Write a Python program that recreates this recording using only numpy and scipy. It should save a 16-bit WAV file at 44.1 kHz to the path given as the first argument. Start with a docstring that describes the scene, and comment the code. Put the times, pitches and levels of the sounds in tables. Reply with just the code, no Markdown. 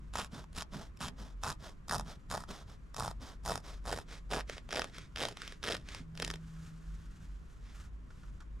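"""Scissors through cotton, close up

Fourteen snips cut cotton cloth on a table in a small furnished room, close to a two-port microphone; the last is slow.
Threads part one by one: a noise burst cracks and rings the blades, and damped swings give a dull cloth knock.
Shaped fibre clicks make the shear, the blades rubbing open and, at the end, a hand smoothing the cloth.
Soft bumps of the table, a low rumble with deep swells and a late low tone lie behind."""
import sys
import numpy as np
from scipy import signal
from scipy.fft import rfft, irfft
from scipy.io import wavfile
from scipy.ndimage import uniform_filter1d

SR = 44100
rng = np.random.default_rng(int(sys.argv[2]) if len(sys.argv) > 2 else 0)


def unload_wav(signal):
    """Save mono or channel-first audio to the path in sys.argv[1] as 16-bit WAV at rate SR, clipped to [-1, 1]."""
    wavfile.write(
        sys.argv[1],
        SR,
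        np.round(np.clip(np.atleast_2d(signal).T, -1, 1) * 32767).astype(np.int16),
    )


N = 379260
TIME, HZ = np.arange(N) / SR, np.fft.rfftfreq(N, 1 / SR)

# Relative levels are shaped further by source trims, chance or filters.
# Still room tone: pitch_hz, relative_db_per_hz
AIR_COLOUR = [(100, 1.5), (300, -2.5), (600, -13.5), (850, -18.5), (1050, -10), (1450, -15), (2300, -21.5),
              (6700, -42), (11700, -45), (15000, -56)]
AIR_DB = -61.5
# Deep steady rumble, and the wandering mutter above it: pitch_hz, relative_db_per_hz
DEEP_COLOUR = [(10, -0.5), (22, 13.5), (34, 9.5), (44, 16.5), (50, 13.5), (56, 10.5), (66, 12.5),
               (100, -42)]
MUTTER_SPECTRUM = [(45, -25), (72, 1.5), (100, -3), (160, -1.5), (220, -11.5), (300, -20), (450, -34),
                   (900, -45)]
RUMBLE_DB, MUTTER_DB = -52.5, -58

# Deep swells of the low rumble near 48 Hz: strongest_s, length_s, relative_db
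DEEP_SWELLS = [(0.042, 0.12, -45), (1.213, 0.045, -43.5), (1.381, 0.11, -45.5), (1.999, 0.075, -44),
               (3.159, 0.063, -42), (3.47, 0.095, -44.5), (3.811, 0.13, -42), (4.312, .07, -45.5),
               (4.441, 0.068, -46), (6.3, 0.095, -47.5), (6.927, 0.076, -42), (7.089, 0.044, -43),
               (7.35, 0.093, -44), (7.642, 0.035, -44), (7.768, 0.051, -45), (7.95, 0.073, -45),
               (8.309, 0.069, -43.5), (8.54, 0.12, -45)]
SWELL_HZ = 47.97  # centre of their slightly scattered pitches
# Soft bumps on the table: pitch_hz, relative_db_per_hz
TABLE_COLOUR = [(45, -45), (72, 4), (100, -2), (130, -3), (160, -1.5), (220, -10.5), (300, -17),
                (450, -29.5), (900, -37.5)]

# Cloth shifts on the table, then slides under the hand: start_s, fastest_s, end_s, relative_db
CLOTH_SLIDES = [(3.6, 5.5, 5.9, -82), (6.37, 6.48, 6.86, -66.5), (6.57, 6.67, 6.7, -64),
                (6.6, 7.05, 7.34, -68.5), (7.19, 7.23, 7.38, -69), (7.25, 7.5, 7.75, -75),
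                (7.7, 7.79, 7.9, -60), (8.0, 8.27, 8.45, -73)]
CREEP_DB = -76  # relative; held cloth is never quite still
# Rustle of the sliding cloth: pitch_hz, relative_db_per_hz
SLIDE_COLOUR = [(400, -3), (900, 0.5), (1400, 9.5), (2200, 0), (3200, 1), (4300, -2.5), (7000, -1.5),
                (10000, -11), (12500, -14), (14500, -38)]

# Blades close: start_s, hardest_s, end_s, shear_relative_db, last_thread_s, threads_per_s at the hardest point,
# crack_relative_db, knock_relative_db, table_bump_relative_db
BLADE_CLOSINGS = [(0.126, 0.174, 0.29, -44, 0.22, 190, -42, -43, -55),
                  (0.534, 0.595, 0.64, -44, 0.63, 170, -45.5, -51, -59),
                  (0.984, 1.033, 1.115, -45, 1.09, 210, -44.5, -49, -49),
                  (1.41, 1.464, 1.563, -46, 1.534, 194, -43, -40.5, -48),
                  (1.871, 1.924, 2.075, -53, 1.968, 185, -39.5, -36, -44),
                  (2.284, 2.334, 2.47, -48, 2.384, 163, -43, -40.5, -47.5),
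                  (2.944, 3.031, 3.146, -46.5, 3.07, 136, -43.5, -39.5, -45.5),
                  (3.424, 3.505, 3.624, -45, 3.52, 166, -40.5, -37, -46.5),
                  (3.827, 3.923, 4.05, -47, 3.94, 177.4, -42, -39, -49),
                  (4.286, 4.343, 4.44, -42, 4.41, 200, -40.5, -39.5, -47.5),
                  (4.68, 4.79, 4.93, -49, 4.79, 157.5, -37, -37, -56),
                  (5.145, 5.242, 5.36, -45.5, 5.24, 180, -37, -39, -52),
                  (5.611, 5.692, 5.87, -54.5, 5.75, 191, -37, -40, -52),
                  (6.125, 6.25, 6.42, -54, 6.27, 60, -49, -57, -51.5)]
ENTRY_S = .028  # the edges meet the cloth this long after they start to close
# Single cracks, loud or set apart, some faint: time_s, crack_relative_db, knock_relative_db
SINGLE_CRACKS = [(0.1377, -45.5, -66), (0.1556, -38.5, -36), (0.2465, -43, -57), (0.4416, -59, -56),
                 (0.5307, -54.5, -70), (0.6223, -38.5, -52), (0.9731, -54.5, -71), (1.006, -44, -44.5),
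                 (1.084, -40.5, -56), (1.436, -35, -37), (1.5021, -36.5, -38), (1.5209, -53, -50),
                 (1.8831, -44, -49), (1.8957, -35.5, -38), (1.9113, -34, -40), (1.9334, -37, -36),
                 (1.9457, -34, -35), (1.9824, -40, -47), (1.9969, -39.5, -38.5), (2.0102, -45.5, -44),
                 (2.3012, -45, -49), (2.3136, -37.5, -39), (2.438, -53, -47), (2.9452, -45, -61),
                 (2.9655, -38, -65), (2.9982, -33.5, -45), (3.0065, -40, -34.5), (3.0788, -39.5, -34),
                 (3.1126, -47.5, -43), (3.461, -36.5, -37), (3.4962, -37, -31), (3.5565, -36.5, -33),
                 (3.5773, -42, -39), (3.9279, -34.5, -31.5), (3.9754, -41, -38.5), (3.9876, -41, -40.5),
                 (4.324, -40, -33), (4.335, -32, -34.5), (4.3844, -54, -36), (4.4974, -37.5, -37),
                 (4.5697, -55, -49.5), (4.5812, -47, -49.5), (4.6911, -46.5, -49), (4.7291, -35, -37),
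                 (4.761, -34, -38), (4.7949, -31.5, -30.5), (4.8192, -33, -38), (4.8438, -37.5, -45),
                 (4.9836, -41.5, -53), (5.1605, -38.5, -49), (5.2229, -36.5, -37), (5.2357, -31.5, -35),
                 (5.253, -32.5, -32), (5.286, -32.5, -38.5), (5.3715, -41.5, -52), (5.4189, -40, -59),
                 (5.478, -40.5, -53), (5.5235, -43.5, -54), (5.6299, -41, -47), (5.6813, -36, -37),
                 (5.723, -32, -47), (5.751, -37, -50), (5.7677, -40, -54), (5.8884, -43, -61),
                 (5.9481, -39, -53), (6.1757, -42, -62), (6.2, -36.5, -42), (6.223, -31.5, -41),
                 (6.2267, -35.5, -40), (6.248, -32, -45), (6.2781, -34.5, -43), (6.3025, -36, -46),
                 (6.3125, -38.5, -48), (6.3392, -41.5, -46), (6.3584, -49, -57)]
# The knock sinks as the cut advances and the cloth slackens: time_s, centre_hz
CLOTH_PITCH = [(0.2, 1020), (1.9, 940), (2.4, 880), (3.0, 763.2), (3.9, 666), (4.4, 647.6), (4.8, 590.6),
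               (5.7, 495), (6.3, 363.3)]
# Drift between three crack colours, easing back near the end (clipped to 0-2): time_s, colour_place
CRACK_TONE = [(1.1, 0.29), (1.9, 1.04), (3.5, 1.043), (4.3, 1.7), (4.8, 2.15), (5.7, 1.98), (6.3, 1.69)]
# The three crack colours, at places 0, 1 and 2: pitch_hz, relative_db_per_hz
CRACK_FIRST = [(300, -16.5), (800, -2.5), (1350, 3.5), (2120, -4.5), (2650, 1.5), (4000, -3.5),
               (5200, -1.5), (6200, -7), (7300, -3.5), (8500, -14.5), (10000, -9.5), (12000, -18),
               (15000, -39.5)]
CRACK_SECOND = [(300, -19), (900, 5), (1850, -3), (2150, -14), (2800, -13.5), (3600, -2.5), (4370, -5.5),
                (5300, 1), (6060, -7), (7000, -6), (10000, -10.5), (13000, -20.5), (15500, -41)]
CRACK_THIRD = [(300, -8.5), (900, -6), (1400, 4.5), (1850, 2.5), (2300, -1), (3300, 1), (4300, -4),
               (5200, -1.5), (6500, -10), (10000, -16), (12500, -27.5), (15500, -42)]
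# Steel blades ringing briefly in the grip: pitch_hz, relative_db, t60_s
BLADE_MODES = [(1290, 1, .025), (1860, -4, 0.036), (2260, -9.5, 0.025), (2650, -4.5, 0.033),
               (3230, -1, 0.034), (3590, -2, 0.028), (3860, -6, .022), (5160, -6, .018), (6720, -7, 0.03),
               (8620, -20, 0.026)]
# Drag of taut cloth early in the cut and slack cloth late: pitch_hz, relative_db_per_hz
DRAG_TAUT = [(100, -1), (200, 3), (290, -8), (420, -8.5), (650, -5.5), (1200, -7.5), (2200, -21),
             (6000, -21)]
DRAG_SLACK = [(100, -11), (280, 3.5), (650, 4), (1200, -5.5), (2200, -8), (6000, -33.5)]

# Blades rub open or slide forward: start_s, fastest_s, end_s, relative_db
BLADE_RUBS = [(0.308,0.355,0.46,-52), (0.705,0.75,0.91,-52), (1.16,1.2,1.366,-57.5), (1.582,1.65,1.748,-53),
              (2.045,2.09,2.176,-52.5), (2.47,2.505,2.67,-52), (2.655,2.713,2.775,-60),
              (3.195,3.225,3.377,-52.5), (3.618,3.665,3.816,-54), (4.055,4.14,4.21,-52.5),
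              (4.465,4.505,4.63,-52), (4.91,4.955,5.1,-54.5), (5.33,5.45,5.59,-52.5),
              (5.83,5.935,6.05,-52.5), (7.61,7.69,7.76,-63.5)]
# Colour of the rub early and late in the drift: pitch_hz, relative_db_per_hz
RUB_EARLY = [(150, 1), (400, 0), (650, 3.5), (850, 1), (1300, 2), (2200, -5.5), (3100, -5.5), (4300, -17),
             (5200, -8.5), (8000, -17.5), (10500, -23), (13000, -29), (15500, -41)]
RUB_LATE = [(150, 1), (400, -0.5), (800, -13), (1400, -2), (2200, 0.5), (3300, -5), (4300, -15.5),
            (5200, -9.5), (9500, -21), (13000, -31.5), (15500, -53)]
# Cloth tugs and flaps against the table: start_s, strongest_s, end_s, relative_db
CLOTH_TUGS = [(0.315, 0.345, 0.455, -47.5), (0.71, 0.745, 0.85, -44), (1.17, 1.2, 1.31, -51.5),
              (0.99, 1.05, 1.2, -49.5), (1.44, 1.5, 1.54, -47), (1.87, 1.95, 2.09, -49),
              (2.05, 2.1, 2.09, -50.5), (2.48, 2.505, 2.54, -42.5), (3.19, 3.225, 3.27, -50),
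              (5.98, 6.015, 6.04, -50)]
# Colour of those tugs: pitch_hz, relative_db_per_hz
TUG_SPECTRUM = [(70, -27), (130, 7), (220, 2.5), (300, -8.5), (390, -8.5), (520, -22), (900, -21)]

# A low tone swells near the last snip, holds and dies away
TONE_HZ, TONE_DB = 161.7, -49
TONE_START_S, TONE_SWELL_S = 5.98, 0.13
TONE_FADE_AFTER_S, TONE_FADE_DB_PER_S = 0.61, 23  # the fade begins this long after the start

# Light taps of fingers and handles: start_s, relative_db
LIGHT_TAPS = [(6.565, -58), (8.105, -52.5), (8.233, -53.5), (8.282, -59), (8.404, -47), (8.422, -54)]
# Colour of the taps: pitch_hz, relative_db_per_hz
HANDLE_COLOUR = [(400, -14), (900, -7), (1400, 2.5), (2200, -14), (7000, -19), (12000, -36)]

# Likeness of the two microphone ports: pitch_hz, likeness (0-1)
PORT_LIKENESS = [(60, 1), (700, .997), (2000, .985), (3100, .95), (7000, .9), (14000, .55)]
# Phase between the ports: pitch_hz, left_lead_rad
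PORT_LEAD = [(60, -0.17), (700, 0.05), (1800, -0.48), (3200, -0.69), (5000, -0.55), (9000, -0.45),
             (14000, -0.64)]
# Level between the ports: pitch_hz, left_minus_right_db
PORT_BALANCE = [(60, .5), (200, -2.2), (700, -1.4), (1300, -1.9), (2400, -.8), (4400, -0.36), (8000, 0.83),
                (15000, 2)]
SCATTER_S = .003  # time constant of the table reflections
# Dying away of the room: pitch_hz, t60_s
ROOM_DECAY = [(200, 0.18), (1000, 0.14), (4000, 0.087), (12000, 0.042)]
EDGE_HZ = 15900  # cutoff of the recorder


def amp(db):
    """Decibels to gain."""
    return 10 ** (np.asarray(db) / 20)


def evened(x):
    """Scales to rms 1."""
    return x / np.sqrt(np.mean(x ** 2) + 1e-20)


def read(points, hz):
    """Reads a table on a log-frequency axis."""
    f, value = np.transpose(points)
    return np.interp(np.log(hz + 1), np.log(f + 1), value)


def spectrum(colour, hz):
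    """Gain of a colour table, falling steeply above its last point."""
    octaves_beyond = np.log2(np.maximum(hz / colour[-1][0], 1))
    return amp(read(colour, hz) - np.minimum(60 * octaves_beyond, 70))


def coloured(x, colour, size=2048):
    """Causal minimum-phase filter of unit energy with the given spectrum."""
    log_gain = np.log(spectrum(colour, abs(np.fft.fftfreq(size, 1 / SR))))
    response = np.exp(np.conj(signal.hilbert(log_gain)))
    taps = np.fft.ifft(response).real[:size // 2]
    return signal.oaconvolve(x, taps / np.linalg.norm(taps))[:N]


def noise(colour):
    """Steady noise of rms 1 with the given spectrum."""
    return evened(irfft(rfft(rng.standard_normal(N)) * spectrum(colour, HZ), N))


def add(mix, s, sound):
    """Mixes a sound in at s seconds."""
    part = mix[max(round(s * SR), 0):][:len(sound)]
    part += sound[:len(part)]


def stroke(rows, power=1.45):
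    """The hand speeds up and slows down in one arch for each stroke."""
    level = 0
    for start, top, end, db in rows:
        phase = np.interp(TIME, [start, top, end], [0, .5, 1])
        level = level + amp(db) * abs(np.sin(np.pi * phase)) ** power
    return level


def uneven(depth_db, size):
    """Friction grips and lets go: a gain that wanders over about size samples."""
    wander = uniform_filter1d(uniform_filter1d(rng.standard_normal(N), size), size)
    return amp(depth_db * evened(wander))


def fibres(per_s, spread_db):
    """Tiny slips of single fibres: random clicks, a few much larger than the rest."""
    size = amp(spread_db * np.minimum(rng.exponential(1, N), 4))
    return evened(size * rng.standard_normal(N) * (rng.random(N) < per_s / SR))


def drifting(x, *colours):
    """The colour drifts between three spectra, easing back near the end."""
    place = np.clip(np.interp(TIME, *np.transpose(CRACK_TONE)), 0, 2)
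    return sum(np.maximum(1 - abs(place - k), 0) * coloured(x, colour) for k, colour in enumerate(colours))


def air():
    """Still room tone: steady noise, independent at each port."""
    return amp(AIR_DB) * np.array([noise(AIR_COLOUR), noise(AIR_COLOUR)])


def rumble(wander_db=2.5):
    """A steady deep rumble under a low mutter that wanders in level."""
    deep = amp(RUMBLE_DB) * noise(DEEP_COLOUR)
    wander = uneven(depth_db=wander_db, size=3000)
    return deep + amp(MUTTER_DB) * noise(MUTTER_SPECTRUM) * evened(wander)


def deep_swells(detune=0.043):
    """The low rumble swells: deep sines of scattered pitch and phase under bell-shaped envelopes."""
    swells = np.zeros(N)
    chances = rng.standard_normal((len(DEEP_SWELLS), 2))
    for (s, length, db), (pitch, phase) in zip(DEEP_SWELLS, chances):
        hz = SWELL_HZ * (1 + detune * pitch)
        swing = np.sqrt(2) * np.sin(2 * np.pi * (hz * (TIME - s) + phase))
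        swells += amp(db) * np.exp(-((TIME - s) / length) ** 2) * swing
    return swells


def cloth_sliding(rustle_db=-2):
    """The cloth creeps and slides, its weave slipping fibre by fibre with uneven grip."""
    speed = amp(CREEP_DB) + stroke(CLOTH_SLIDES)
    weave = fibres(per_s=16000, spread_db=1.2)
    slips = amp(rustle_db) * speed * weave * uneven(depth_db=1.6, size=600)
    return coloured(slips, SLIDE_COLOUR)


def throb(colour, size):
    """Low noise with its own swells softened, so that a level curve can shape it."""
    x = noise(colour)
    return evened(x / np.sqrt(uniform_filter1d(x ** 2, size) + .25))


def table_bumps():
    """Each snip bumps the table softly: low noise rising and falling with the closing blades."""
    return stroke([(*row[:3], row[-1]) for row in BLADE_CLOSINGS]) * throb(TABLE_COLOUR, size=1800)


def threads(per_end=.6, gap_spread=.3, crack_ends_db=-7, knock_ends_db=-18,
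            crack_spread_db=2.0, knock_spread_db=3.0, count=40):
    """Edges cross the weave thread by thread, fastest and hardest in mid-stroke: time_s, crack_db, knock_db."""
    rows, taken = list(SINGLE_CRACKS), np.array(SINGLE_CRACKS)[:, 0]
    for start, top, end, _, last, per_s, crack_db, knock_db, _ in BLADE_CLOSINGS:
        s = start + ENTRY_S
        for gap, hard, dull in rng.standard_normal((count, 3)):
            force = np.sin(np.pi * np.interp(s, [start, top, end], [0, .5, 1]))
            # no ordinary thread gives too close to a listed single crack
            if s < last and abs(taken - s).min() > .5 / per_s:
                thread_crack_db = crack_db + crack_ends_db * (1 - force) + crack_spread_db * hard
                thread_knock_db = knock_db + knock_ends_db * (1 - force) + knock_spread_db * dull
                rows.append((s, thread_crack_db, thread_knock_db))
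            s += np.exp(gap_spread * gap) / (per_s * (per_end + (1 - per_end) * force))
    return rows


def knock(hz, cycles, length=400):
    """A heavily damped swing with a soft start, of rms 1 over 3 ms."""
    turns = hz * np.arange(length) / SR
    swing = (turns / cycles) ** 2 * np.exp(-turns / cycles * 2) * -np.sin(2 * np.pi * turns)
    return swing / np.linalg.norm(swing) * np.sqrt(.003 * SR)


def blades(x, ring_db=-14, contact_db=2.5, size=3000):
    """Edge force is heard directly and through steel modes that come and go as the contact point slides."""
    t = np.arange(size) / SR
    modes = np.array([amp(db - 60 * t / t60) * np.sin(2 * np.pi * hz * t) for hz, db, t60 in BLADE_MODES])
    ring = np.zeros(N)
    for mode in modes:
        drive = x * evened(uneven(contact_db, size=size))
        ring += signal.oaconvolve(drive, mode)[:N]
    direct = drifting(x, CRACK_FIRST, CRACK_SECOND, CRACK_THIRD)
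    return direct + amp(ring_db) * ring / np.linalg.norm(modes)


def snapping(tear_s=0.00037, swell_db=-14, lead_s=0.0044, tail_s=0.0026, snap=0.42, cycles=0.7,
             blade_hz=1280, blade_db=-4, damping_db=5.0, blade_cycles=2.2, early_s=0.00052):
    """Each crack swells briefly out of faint noise and dies away; the taut cloth and the blade swing back."""
    cracks, knocks = np.zeros(N), np.zeros(N)
    t = np.arange(-220, 330) / SR
    tear = np.exp(-abs(t) / tear_s)
    swell = amp(swell_db) * np.exp(-abs(t) / np.where(t < 0, lead_s, tail_s))
    chances = rng.standard_normal((700, len(t) + 3))
    for (s, hard_db, dull_db), chance in zip(threads(), chances):
        burst = chance[3:] * (tear + swell)
        burst += snap * np.linalg.norm(burst) * (t == 0)
        burst *= np.sqrt(.003 * SR) / np.linalg.norm(burst)  # rms 1 over 3 ms
        add(cracks, s + t[0] + .0003, amp(hard_db) * burst)
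        cloth_hz = np.interp(s, *np.transpose(CLOTH_PITCH)) * np.exp(0.2 * chance[0])
        place = np.interp(s, *np.transpose(CRACK_TONE))
        steel_db = blade_db - damping_db * place + 2 * chance[1]  # weaker further along the drift
        steel_hz = blade_hz * np.exp(0.095 * chance[2])
        swing = knock(cloth_hz, cycles) + amp(steel_db) * knock(steel_hz, blade_cycles)
        add(knocks, s - early_s, amp(dull_db) * swing)
    return blades(cracks) + knocks


def shearing(shear_db=-3.0, drag_db=-3.5):
    """Fine crunch of fibres between the closing edges, with a duller drag of the cloth."""
    closing = stroke([row[:4] for row in BLADE_CLOSINGS])
    grains = closing * fibres(per_s=7000, spread_db=3.0) * uneven(depth_db=3, size=130)
    drag = drifting(grains, DRAG_TAUT, DRAG_TAUT, DRAG_SLACK)
    return amp(shear_db) * blades(grains) + amp(drag_db) * drag


def opening(rub_db=1.0, scrape_db=-7, scrape_hz=3250, scrape_q=4):
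    """Steel slides on steel and cloth as the blades part, with one broad scraping resonance."""
    grains = stroke(BLADE_RUBS) * fibres(per_s=9000, spread_db=0.5) * uneven(depth_db=1.5, size=300)
    b, a = signal.iirpeak(scrape_hz, scrape_q, fs=SR)
    scrape = grains.std() * evened(signal.lfilter(b, a, grains))
    rub = drifting(grains, RUB_EARLY, RUB_EARLY, RUB_LATE)
    return amp(rub_db) * rub + amp(scrape_db) * scrape


def tugging():
    """The cloth tugs and flaps against the table: low noise swelling with each pull."""
    return stroke(CLOTH_TUGS) * noise(TUG_SPECTRUM)


def tone():
    """One low sine swells, holds and dies away."""
    t = TIME - TONE_START_S
    fade_db = TONE_FADE_DB_PER_S * np.maximum(t - TONE_FADE_AFTER_S, 0)
    envelope = np.clip(t / TONE_SWELL_S, 0, 1) * amp(TONE_DB - fade_db)
    return envelope * np.sqrt(2) * np.sin(2 * np.pi * TONE_HZ * TIME)


def tapping(tap_db=-3, tap_s=0.0085):
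    """Fingers and handles tap lightly: short decaying noise bursts."""
    taps, t = np.zeros(N), np.arange(1500) / SR
    for s, db in LIGHT_TAPS:
        add(taps, s, amp(db + tap_db) * rng.standard_normal(len(t)) * np.exp(-t / tap_s))
    return coloured(taps, HANDLE_COLOUR)


def ports(x, size=1024):
    """Two microphone ports differ in phase, level and reflections off the table."""
    t = np.arange(size) / SR
    scatter = rng.standard_normal(size) * (1 - np.exp(-t / SCATTER_S)) * np.exp(-t / SCATTER_S)
    same, mid = read(PORT_LIKENESS, HZ), rfft(x)
    scatter_phase = np.exp(1j * np.angle(rfft(scatter, N)))
    side = mid * scatter_phase * np.sqrt((1 - same) / (1 + same))
    lean = amp(read(PORT_BALANCE, HZ) / 2) * np.exp(.5j * read(PORT_LEAD, HZ))
    return irfft(np.array([(mid + side) * lean, (mid - side) / lean]), N)


def room(x, size=16384):
    """A small furnished room: a short diffuse tail, different at each port."""
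    late_noise = rng.standard_normal((2, size)) * (np.arange(size) > .004 * SR)
    hz, t, z = signal.stft(late_noise, SR, nperseg=256)
    decay = amp(-60 * t / read(ROOM_DECAY, hz)[:, None])
    tail = signal.istft(z * decay, SR, nperseg=256)[1]
    return signal.fftconvolve(x[None], tail / np.linalg.norm(tail[0]), axes=1)[:, :N]


def scene(room_db=-17, rumble_side_db=-15, bump_side_db=-18):
    """Scissors and hand close by, the table under them, the room around."""
    close = cloth_sliding() + snapping() + shearing() + opening() + tugging() + tapping()
    # separate draws, opposite in the two channels, widen the low sounds
    side = amp(rumble_side_db) * rumble() + amp(bump_side_db) * (deep_swells() + table_bumps())
    low = rumble() + deep_swells() + table_bumps() + tone() + np.array([[1], [-1]]) * side
    return ports(close) + low + amp(room_db) * room(close) + air()


def record(dry):
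    """The recorder's band limit: a linear-phase low-pass."""
    low_pass = signal.firwin(255, EDGE_HZ, window=("kaiser", 9), fs=SR)
    return signal.oaconvolve(dry, low_pass[None], "same")


dry = scene()
out = record(dry)
unload_wav(out)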